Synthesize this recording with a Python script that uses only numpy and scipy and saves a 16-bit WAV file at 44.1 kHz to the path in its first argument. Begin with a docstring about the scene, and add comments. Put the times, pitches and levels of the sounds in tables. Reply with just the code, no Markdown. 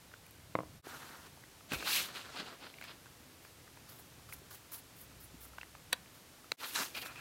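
"""Rabbit eating sprouts, close up

On the carpet of a quiet room, a rabbit eats sprouts from a plate close to a small camera's microphone.
Shaped noise gives the rustle of tugged greens and the grinding of the jaw; struck resonances give
mouth clicks, a small dropped piece that bounces and a snapping stalk; short low tones give thumps.
A low hum swells and dies over rumble and hiss. Two short fades through silence part three shots."""
import sys
import numpy as np
from scipy import signal
from scipy.fft import rfft, irfft, next_fast_len
from scipy.io import wavfile
from scipy.ndimage import uniform_filter1d, map_coordinates

SR = 44100
rng = np.random.default_rng(int(sys.argv[2]) if len(sys.argv) > 2 else 0)


def gain_from_db(level_db):
    """Turn a decibel level (scalar or array-like) into a linear amplitude factor."""
    decades = np.asarray(level_db, float) / 20
    return 10 ** decades


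def inscribe(sig):
    """Save sig as 16-bit PCM at rate SR to the path in sys.argv[1].

    A 1-D sig is mono; a 2-D sig holds one channel per row.
    Samples are clipped to [-1, 1] before scaling.
    """
    pcm = np.round(np.clip(np.atleast_2d(sig).T, -1, 1) * 32767)
    wavfile.write(sys.argv[1], SR, pcm.astype(np.int16))


N = 317916  # samples, about 7.2 s

# In stroke tables rise_s and fall_s are the times from the peak to 20 dB below it, before and after.
# In spectra only the shape counts: the noise is brought to rms 1 afterwards.

# background of each shot: start_s, rumble_at_start_db, rumble_at_end_db, hiss_db
AIR = [(0, -63, -57, -60.5), (.82, -63.5, -63.5, -59.5), (6.566, -69.5, -63, -57.5)]
# shapes of the building rumble and the microphone hiss: frequency_hz, density_db
RUMBLE_SPECTRUM = [(20, -11), (45, -10), (70, -2.5), (115, -2), (170, -5.5), (300, -20), (450, -48)]
HISS_SPECTRUM = [(150, -30), (250, 4.5), (414, 0), (710, -2.5), (1350, -4), (4000, -7), (9830, -11),
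                 (13700, -12), (16000, -17.5)]

# mouth and teeth clicks, and at 0.868 s the sharp attack of the thump that follows: start_s, peak_db,
# brightest_hz, treble_db (over the click, before 5 dB more)
CLICKS = [(0.114, -48, 1780, -20), (0.137, -40, 1520, -23), (0.264, -52.5, 2520, 8),
          (0.308, -62.5, 740, 18.5), (0.868, -40, 770, -25), (1.268, -49, 1220, -10),
          (1.371, -49, 820, -40.5), (1.435, -43, 1910, -21), (1.606, -48.5, 1400, -25),
          (1.712, -39, 1580, -21), (1.718, -26, 2510, -18), (1.733, -30, 1450, 1), (1.805, -36, 2620, -24),
          (1.825, -29, 1450, -22), (2.698, -46, 3230, -22), (2.739, -42, 2430, -20),
          (2.783, -42.5, 2340, -15), (2.811, -36, 2420, -8), (2.822, -39, 2470, -25),
          (2.839, -39, 2370, -7), (3.057, -45.5, 1500, -18.5), (3.065, -48, 1440, -20),
          (3.448, -43.5, 1580, -16), (3.675, -47.5, 1370, -18), (3.771, -45, 1210, -24),
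          (3.995, -46.5, 870, -7), (4.194, -51, 1300, -20), (4.288, -46.5, 1170, -10),
          (4.323, -36.5, 2250, -13), (4.505, -53.5, 1340, -5.5), (4.543, -48, 891, -11),
          (4.574, -52, 2000, -12), (4.721, -48, 2400, -2), (5.114, -53, 1320, -18), (5.451, -49, 1360, -13),
          (5.461, -53, 1420, -9), (5.533, -50, 1310, -21), (5.582, -35, 1580, -30),
          (5.611, -33.5, 2650, -29), (5.63, -35.5, 2120, -23.5), (5.749, -41, 1080, -24),
          (5.749, -47.5, 2600, -24), (6.058, -49, 2140, -20), (6.441, -47, 1310, -7),
          (6.517, -18.5, 3900, -19), (6.636, -37.5, 1210, -13), (6.757, -24, 3850, -21),
          (6.949, -39, 2540, -9), (7.058, -33, 1670, -14), (7.157, -41, 2420, -12)]
# resonances of the mouth: frequency_hz, width_hz (at least 300 is used), relative_level_db
MOUTH = [(600, 1300, -38), (1690, 260, -3.5), (2370, 520, 3), (2750, 490, -4), (3900, 960, 2)]
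# decay of the room: frequency_hz, t60_s
ROOM = [(200, 0.69), (2000, 0.24), (12000, 0.032)]

# bounces of the dropped piece: start_s, peak_db, hardness_hz
BOUNCES = [(0.5529, -15.5, 6000), (0.5885, -21.5, 2920), (0.605, -27, 1800), (0.6338, -35, 1200)]
# what the piece rings with: frequency_hz, relative_level_db, t60_s
PIECE = [(163, -9, 0.032), (314, -16, 0.076), (580, 16.5, 0.0041), (1007, 6, 0.0091), (1400, -31, 0.0062),
         (2060, 1, 0.0078), (3770, -8, 0.0056)]

# one long drag of the heap: time_s, rustle_db
DRAG = [(.84, -64), (.894, -57.5), (1.14, -62), (1.26, -67.5), (1.33, -83)]
# in the drag, over its rustle [dB]: plate weight, broad leaves, fibres, fur
DRAG_MIX_DB = [-3, 4.5, -3.5, -5]
# the greens are tugged: strongest_s, rise_s, fall_s, rustle_db, crispness_db (over the rustle)
TUGS = [(1.268, 0.0091, 0.012, -61, 4), (1.716, 0.029, 0.049, -51, -2), (1.75, 0.056, 0.022, -44, 4.5),
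        (1.8, 0.059, 0.095, -50.5, 5), (1.89, 0.055, .1, -39, -1), (1.959, 0.13, .14, -34.5, 3),
        (2.165, .05, 0.13, -48.5, 1), (2.25, 0.047, 0.15, -57.5, 2), (2.34, 0.1, 0.068, -56, 3),
        (2.4, 0.065, 0.043, -44, -4), (2.476, 0.085, 0.11, -52.5, -2), (2.644, 0.068, 0.098, -54, -9),
        (2.78, .04, 0.062, -64.5, -3), (2.85, 0.049, 0.023, -56, 2), (2.912, .07, 0.041, -52.5, -15),
        (6.6, 0.028, .05, -53.5, 2.5), (6.646, 0.046, .05, -46, 3.5), (6.69, 0.056, 0.18, -50, 2.5),
        (6.757, 0.011, 0.091, -41, 7), (6.801, 0.084, 0.11, -42, 8.5), (6.952, 0.01, .03, -45, -2),
        (6.976, 0.025, 0.038, -42.5, -2), (7.03, 0.024, 0.016, -44, -3), (7.064, 0.021, 0.034, -52.5, 7.5),
        (7.12, .04, .07, -59.5, -3), (7.205, .07, .05, -58.5, 1)]
# broad leaves bend and fold: strongest_s, rise_s, fall_s, level_db
FOLDS = [(1.74, 0.044, 0.082, -48.5), (1.828, 0.037, 0.016, -51), (1.88, 0.031, 0.18, -43.5),
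         (1.96, 0.15, 0.44, -54), (2.178, 0.045, 0.067, -51), (2.27, .06, 0.12, -55.5),
         (2.4, 0.079, 0.056, -48.5), (2.48, 0.087, 0.12, -52.5), (2.65, .06, 0.078, -55.5),
         (2.85, 0.032, .02, -56), (2.91, .07, 0.057, -58.5), (6.646, 0.048, 0.072, -47),
         (6.765, 0.019, .05, -40), (6.82, 0.098, 0.073, -45.5), (6.975, 0.029, 0.036, -51),
         (7.035, 0.024, 0.025, -52), (7.066, 0.02, 0.1, -50.5), (7.2, .06, .04, -55.5)]
# fur brushes along the heap: strongest_s, rise_s, fall_s, level_db
BRUSHES = [(1.75, 0.041, 0.063, -51), (1.82, .05, .06, -59), (1.89, 0.055, 0.077, -45),
           (1.955, 0.09, 0.11, -38.5), (2.06, .05, 0.035, -52), (2.165, 0.032, 0.092, -60),
           (2.39, .06, .04, -68), (6.62, 0.071, 0.088, -57), (6.69, 0.093, .08, -49.5),
           (6.75, .04, 0.06, -49.5), (6.805, 0.07, 0.11, -45), (6.97, 0.031, 0.059, -51),
           (7.02, 0.034, 0.043, -52), (7.064, .03, 0.044, -54)]
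# the muzzle leans on the plate: strongest_s, rise_s, fall_s, level_db
LEANS = [(1.72, 0.0072, 0.094, -45), (1.83, 0.053, 0.073, -48.5), (2.45, 0.21, 0.16, -53),
         (2.655, 0.044, 0.043, -57), (6.8, .05, 0.065, -49), (6.976, 0.028, .03, -52.5),
         (7.035, 0.023, 0.072, -56)]
# shapes of the five sounds of the heap: frequency_hz, density_db
RUSTLE_SPECTRUM = [(1300, -15.5), (2000, -1.5), (2700, 4), (3400, 3), (4200, 3.5), (5000, -1), (5600, -10),
                   (7000, -23)]
LEAVES_SPECTRUM = [(500, -30.5), (900, 0), (1400, 4), (1900, -3.5), (2600, -28)]
WEIGHT_SPECTRUM = [(80, -32), (150, -2.5), (300, 1.5), (500, -0.5), (750, -2), (1100, -29)]
FIBRES_SPECTRUM = [(3500, -30), (5500, -2.5), (7000, -4), (8500, -7), (10500, -16)]
FUR_SPECTRUM = [(7000, -30), (9500, -5.5), (11000, 0), (13000, 2.5), (16000, -4.5)]

# low thumps, some under the tugs and the snap: start_s, peak_db, pitch_hz
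THUMPS = [(0.869, -41.5, 365), (1.717, -37, 255), (1.734, -37, 148), (1.759, -42, 62.7),
          (3.203, -51.5, 250), (4.417, -52, 400), (5.342, -48.5, 247), (5.348, -51, 180), (5.929, -47, 260)]
# the plate scrapes on the carpet: strongest_s, rise_s, fall_s, level_db
SCRAPES = [(1.745, 0.016, 0.036, -41), (1.83, 0.06, 0.076, -50.5), (6.965, 0.027, 0.13, -51.5),
           (7.06, .08, 0.11, -53), (7.198, .06, .02, -53)]
# shape of the scrape: frequency_hz, density_db
PLATE_SPECTRUM = [(2000, -23), (2450, -1), (2700, -4), (2950, -21), (3500, -43)]

# grinding strokes of the jaw: strongest_s, rise_s, fall_s, grinding_db, squelch_db (over the grinding)
CHEWS = [(3.44, 0.027, 0.1, -64, 0.5), (3.894, 0.015, 0.18, -61, -1.5), (4.006, 0.071, 0.03, -56.5, -9),
         (4.298, 0.018, .04, -60, 3.5), (4.336, 0.035, 0.03, -51.5, -6.5), (4.366, .008, .012, -58, -8),
         (4.389, .006, .012, -61, -8), (4.51, 0.0092, 0.11, -53.5, -2.5), (4.72, 0.0055, 0.033, -52.5, -6),
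         (4.742, 0.023, 0.043, -46, -8), (4.786, .02, .03, -54, -8), (4.975, 0.021, .05, -59, -12),
         (5.022, 0.062, 0.041, -55.5, -15), (5.21, 0.018, 0.064, -57, -14), (5.25, 0.043, .03, -59, -16),
         (5.432, 0.036, 0.065, -51.5, -11), (6.15, .01, 0.096, -64.5, -2)]
# shapes of the grinding and the wet squelch: frequency_hz, density_db
GRIND_SPECTRUM = [(5000, -22), (8000, -8.5), (10500, 0), (12000, 3.5), (14000, 1), (16000, 1)]
SQUELCH_SPECTRUM = [(400, -4), (800, -6), (1400, 0), (2300, -10.5), (4000, -5), (7000, -11), (9000, -21)]

# the stalk gives a first tick, then cracks through: strongest_s, rise_s, fall_s, force_db
SNAP = [(5.9257, 0.00066, .003, -38), (5.9292, 0.0019, 0.011, -23.5)]
# what stalk and plate ring with: frequency_hz, relative_level_db, longest_t60_s
STALK = [(600, -22, 0.0055), (1210, -31, 0.013), (1880, -3, .02), (2850, -20, 0.013), (3250, -29, .005),
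         (3900, 8, 0.0095), (4560, 8, 0.0058), (6000, 7, 0.0072), (8950, 6, 0.0043), (12000, 16.5, 0.0017)]

# band that is kept: lowest_hz (the microphone's low roll-off, 3 dB down), highest_hz (upper cutoff)
BAND_HZ = (35, 15850)
# silences between shots: silent_from_s, silent_until_s, fade_s
CUTS = [(.817, .822, .042), (6.564, 6.568, .042)]


def unit(x):
    """Scaled to rms 1."""
    return x / np.sqrt(np.mean(x ** 2) + 1e-20)


def along(points, hz):
    """Reads (Hz, value) points on a log frequency axis."""
    f, v = np.transpose(points)
    return np.interp(np.log(hz + 1), np.log(f + 1), v)


def strokes(rows, release=1.35):
    """Gains of strokes summed in power, one per level column; release 1 dies evenly in dB, 2 is a bell."""
    power = np.zeros((len(rows[0]) - 3, N))
    for s, rise, fall, db, *relative_db in rows:
        near = slice(max(round((s - 2 * rise) * SR), 0), round((s + 4 * fall) * SR))
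        t = np.arange(N)[near] / SR
        off = np.where(t < s, ((s - t) / rise) ** 2, (abs(t - s) / fall) ** release)
        column_gain = gain_from_db(np.array([[0, *relative_db]]).T)
        power[:, near] += gain_from_db(db - 20 * off) ** 2 * column_gain ** 2
    return np.sqrt(power)


def wobble(rate):
    """A smooth random curve, rate knots a second."""
    knots = rng.standard_normal(int(N * rate / SR) + 4)
    return map_coordinates(knots, [np.arange(N) * rate / SR])


def coloured(x, spectrum):
    """x through a (Hz, dB) spectrum closed an octave beyond both ends, rms 1."""
    m = next_fast_len(N + 8192)
    hz = np.fft.rfftfreq(m, 1 / SR)
    closed = [(spectrum[0][0] / 2, -100), *spectrum, (spectrum[-1][0] * 2, -100)]
    return unit(irfft(rfft(x, m) * gain_from_db(along(closed, hz)), m)[:N])


def crackle(spread_db, clump_db, clump_rate):
    """Dense tiny breaks, some larger than the rest but none huge, arriving in clumps."""
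    rank = np.minimum(rng.exponential(size=N), 5)
    size_db = spread_db * rank + clump_db * wobble(clump_rate)
    return gain_from_db(size_db) * rng.standard_normal(N)


def patchy(x, depth_db):
    """Patches of pitch and time stand out, as different fibres give way."""
    z = signal.stft(x, nperseg=256)[2]
    field = uniform_filter1d(rng.standard_normal(z.shape), size=7, axis=0)
    field = uniform_filter1d(field, size=6, axis=1)
    return signal.istft(z * gain_from_db(depth_db * unit(field)), nperseg=256)[1][:N]


def ringing(modes, t):
    """The (Hz, dB, t60 s) modes struck once, each a decaying sine."""
    return sum(gain_from_db(db - 60 * t / t60) * np.sin(2 * np.pi * hz * t) for hz, db, t60 in modes)


def above(x, hz):
    """High-pass: small things radiate little below their size."""
    return signal.lfilter(*signal.butter(2, hz, "high", fs=SR), x)


def add(track, s, sound, db):
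    """Lays a sound on the track at its time and peak level."""
    track[round(s * SR):][:len(sound)] += gain_from_db(db) * sound / np.abs(sound).max()


def background():
    """Unsteady building rumble, drifting in level through each shot, and the even hiss of the microphone."""
    s, first_db, last_db, hiss_db = np.transpose(AIR)
    t = np.arange(N) / SR
    shot = np.interp(t, [*s, N / SR], np.arange(len(s) + 1))
    k = shot.astype(int)
    rumble_db = first_db[k] + (last_db - first_db)[k] * (shot - k)
    rumble_gain = gain_from_db(rumble_db + 1.6 * wobble(4.03))
    rumble = rumble_gain * coloured(rng.standard_normal(N), RUMBLE_SPECTRUM)
    hiss = gain_from_db(hiss_db[k]) * coloured(rng.standard_normal(N), HISS_SPECTRUM)
    return rumble + hiss


def clicks():
    """A wet contact parts in random jerks; the mouth rings, strongest near the click's pitch, until it shuts."""
    track, t = np.zeros(N + SR), np.arange(700) / SR
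    # each click begins 1 ms after its listed time
    onset_delay_s, parting_s = .001, .003
    chances = rng.standard_normal((len(CLICKS), 2, len(t)))
    for (s, db, hz, treble_db), chance in zip(CLICKS, chances):
        # dB lost per octave from the pitch: hard clicks wake every resonance
        narrow_db = np.clip(-.7 * (db + 19), 0, 14)
        modes = [(f, g - 3 - narrow_db * abs(np.log2(f / hz)), 2.8 / max(w, 300)) for f, w, g in MOUTH]
        modes.append((hz, narrow_db - 8.5, .011))
        jerks = chance[0] * abs(chance[0]) * (t < parting_s)
        jerks[0] = 5
        shut = gain_from_db(-np.maximum(t - parting_s - .0012, 0) * 5000)
        mouth = np.convolve(jerks, ringing(modes, t))[:len(t)] * shut
        treble = np.diff(chance[1], 2) * gain_from_db(-60 * t[2:] / .012)
        add(track, s + onset_delay_s, mouth, db)
        add(track, s + onset_delay_s, treble, db + treble_db + 5)
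    return above(track[:N], hz=442)


def room(x):
    """The room's answer, 150 samples late: noise in which each frequency dies at its own speed."""
    hz, t, z = signal.stft(rng.standard_normal(SR // 3), SR, nperseg=256)
    decay = gain_from_db(-60 * t / along(ROOM, hz)[:, None])
    tail = signal.istft(z * decay, SR, nperseg=256)[1]
    return signal.fftconvolve(np.pad(x, (150, 0)), tail / np.linalg.norm(tail))[:N]


def knock(hard_hz, t):
    """The piece struck once: a soft contact builds up slowly and leaves the modes above hard_hz asleep."""
    modes = [(hz, db - 12 * (hz / hard_hz) ** 2, t60) for hz, db, t60 in PIECE]
    return ringing(modes, t) * (1 - np.exp(-t / .0012))


def drop():
    """The piece bounces, softer each time; a duller, inverted echo follows each bounce 7 ms later."""
    track, t = np.zeros(N + SR), np.arange(3000) / SR
    for s, db, hard_hz in BOUNCES:
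        add(track, s, knock(hard_hz, t), db)
        add(track, s + .0068, -knock(700, t), db - 12)
    return above(track[:N], hz=130)


def greens():
    """Tugging rustles the sprouts, presses on the plate and tears fibres; leaves fold and fur brushes past."""
    t, (pull, crisp) = np.arange(N) / SR, strokes(TUGS)
    # weight on the plate grows more slowly than the pull, and is fainter in the last, farther shot
    middling_db, weight_db, farther_db, growth = -55, -7.5, -3.5, .4
    pressed = gain_from_db(middling_db + weight_db + farther_db * (t > AIR[-1][0]))
    pressed = pressed * (pull / gain_from_db(middling_db)) ** growth
    drag = gain_from_db(np.interp(t, *np.transpose(DRAG), -200, -200))
    drag_weight, drag_broad, drag_fibres, drag_fur = [drag * gain_from_db(mix_db) for mix_db in DRAG_MIX_DB]
    rustle = pull + drag
    weight = np.hypot(pressed, strokes(LEANS)[0]) + drag_weight
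    broad = strokes(FOLDS)[0] + drag_broad
    fibres = gain_from_db(-9.5) * crisp + drag_fibres
    fur = strokes(BRUSHES)[0] + drag_fur
    leaves = patchy(crackle(spread_db=3.5, clump_db=1.2, clump_rate=70), depth_db=1.7)
    tearing = patchy(crackle(spread_db=3, clump_db=0.6, clump_rate=100), depth_db=0.5)
    body = rustle * coloured(leaves, RUSTLE_SPECTRUM) + broad * coloured(leaves, LEAVES_SPECTRUM)
    body = body + weight * coloured(leaves, WEIGHT_SPECTRUM)
    return body + fibres * coloured(tearing, FIBRES_SPECTRUM) + fur * coloured(tearing, FUR_SPECTRUM)


def thumps():
    """Low thumps, some under the tugs and the snap: a few low cycles with a gentle start."""
    track, t = np.zeros(N + SR), np.arange(4000) / SR
    for s, db, hz in THUMPS:
        envelope = np.exp(-t * hz / 1.26) * (1 - np.exp(-t / 0.001))
        add(track, s, np.sin(2 * np.pi * hz * t) * envelope, db)
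    return track[:N]


def scrape():
    """Stick and slip under the plate sound one broad mode of it."""
    slips = crackle(spread_db=2.5, clump_db=1, clump_rate=110)
    return strokes(SCRAPES)[0] * coloured(slips, PLATE_SPECTRUM)


def chewing():
    """Molars grind in short slips, heard high up, with a wetter sound below."""
    grind, squelch = strokes(CHEWS)
    slips = patchy(crackle(spread_db=3, clump_db=2, clump_rate=90), depth_db=2.5)
    return grind * coloured(slips, GRIND_SPECTRUM) + squelch * coloured(slips, SQUELCH_SPECTRUM)


def hum():
    """A slightly wavering low tone, near 63 Hz, swells and dies."""
    turns = np.cumsum(63 * (1 + .04 * wobble(7.6))) / SR
    swell = strokes([(5.48, .5, .45, -61.5)])[0]  # strongest_s, rise_s, fall_s, level_db
    return swell * np.sqrt(2) * np.sin(2 * np.pi * turns)


def snap():
    """Tearing fibres shake the modes of stalk and plate; the stronger, the brighter, up to a white crack."""
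    strength = strokes(SNAP, release=0.95)[0]
    force = strength * unit(crackle(spread_db=2, clump_db=0, clump_rate=9))
    bright = strength / strength.max()
    force = bright * force + (1 - bright) * 2 * uniform_filter1d(force, size=7)
    # moist fibre damps within a few cycles
    modes = [(hz, db, min(t60, 36 / hz)) for hz, db, t60 in STALK]
    ring = ringing(modes, np.arange(1500) / SR)
    rung = signal.fftconvolve(force, ring / np.linalg.norm(ring))[:N]
    return above(1.54 * bright * force + rung, hz=690)


def scene():
    """Everything near the plate, the room's echo of blows, thumps and clicks, and the background."""
    blows, mouth = drop() + snap() + thumps(), clicks()
    echo = gain_from_db(-24) * room(blows + gain_from_db(-8) * mouth)
    return (blows + mouth + echo + greens() + scrape() + chewing() + hum() + background())[None]


def roll_off(x):
    """The treble ends steeply here."""
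    return signal.sosfilt(signal.butter(12, 16480, fs=SR, output="sos"), x)


def record(dry):
    """The microphone rolls off the lows, an upper cutoff ends the band; fades part the shots."""
    size = next_fast_len(N)
    t, hz = np.arange(N) / SR, np.fft.rfftfreq(size, 1 / SR)
    lowest_hz, highest_hz = BAND_HZ
    response = (hz < highest_hz) * hz / np.hypot(hz, lowest_hz)
    heard = irfft(rfft(dry, size) * response, size)[:, :N]
    fade = 1
    for start, end, length in CUTS:
        fade = fade * np.clip(np.maximum(start - t, t - end) / length, 0, 1)
    return roll_off(heard * fade)


dry = scene()
out = record(dry)
inscribe(out)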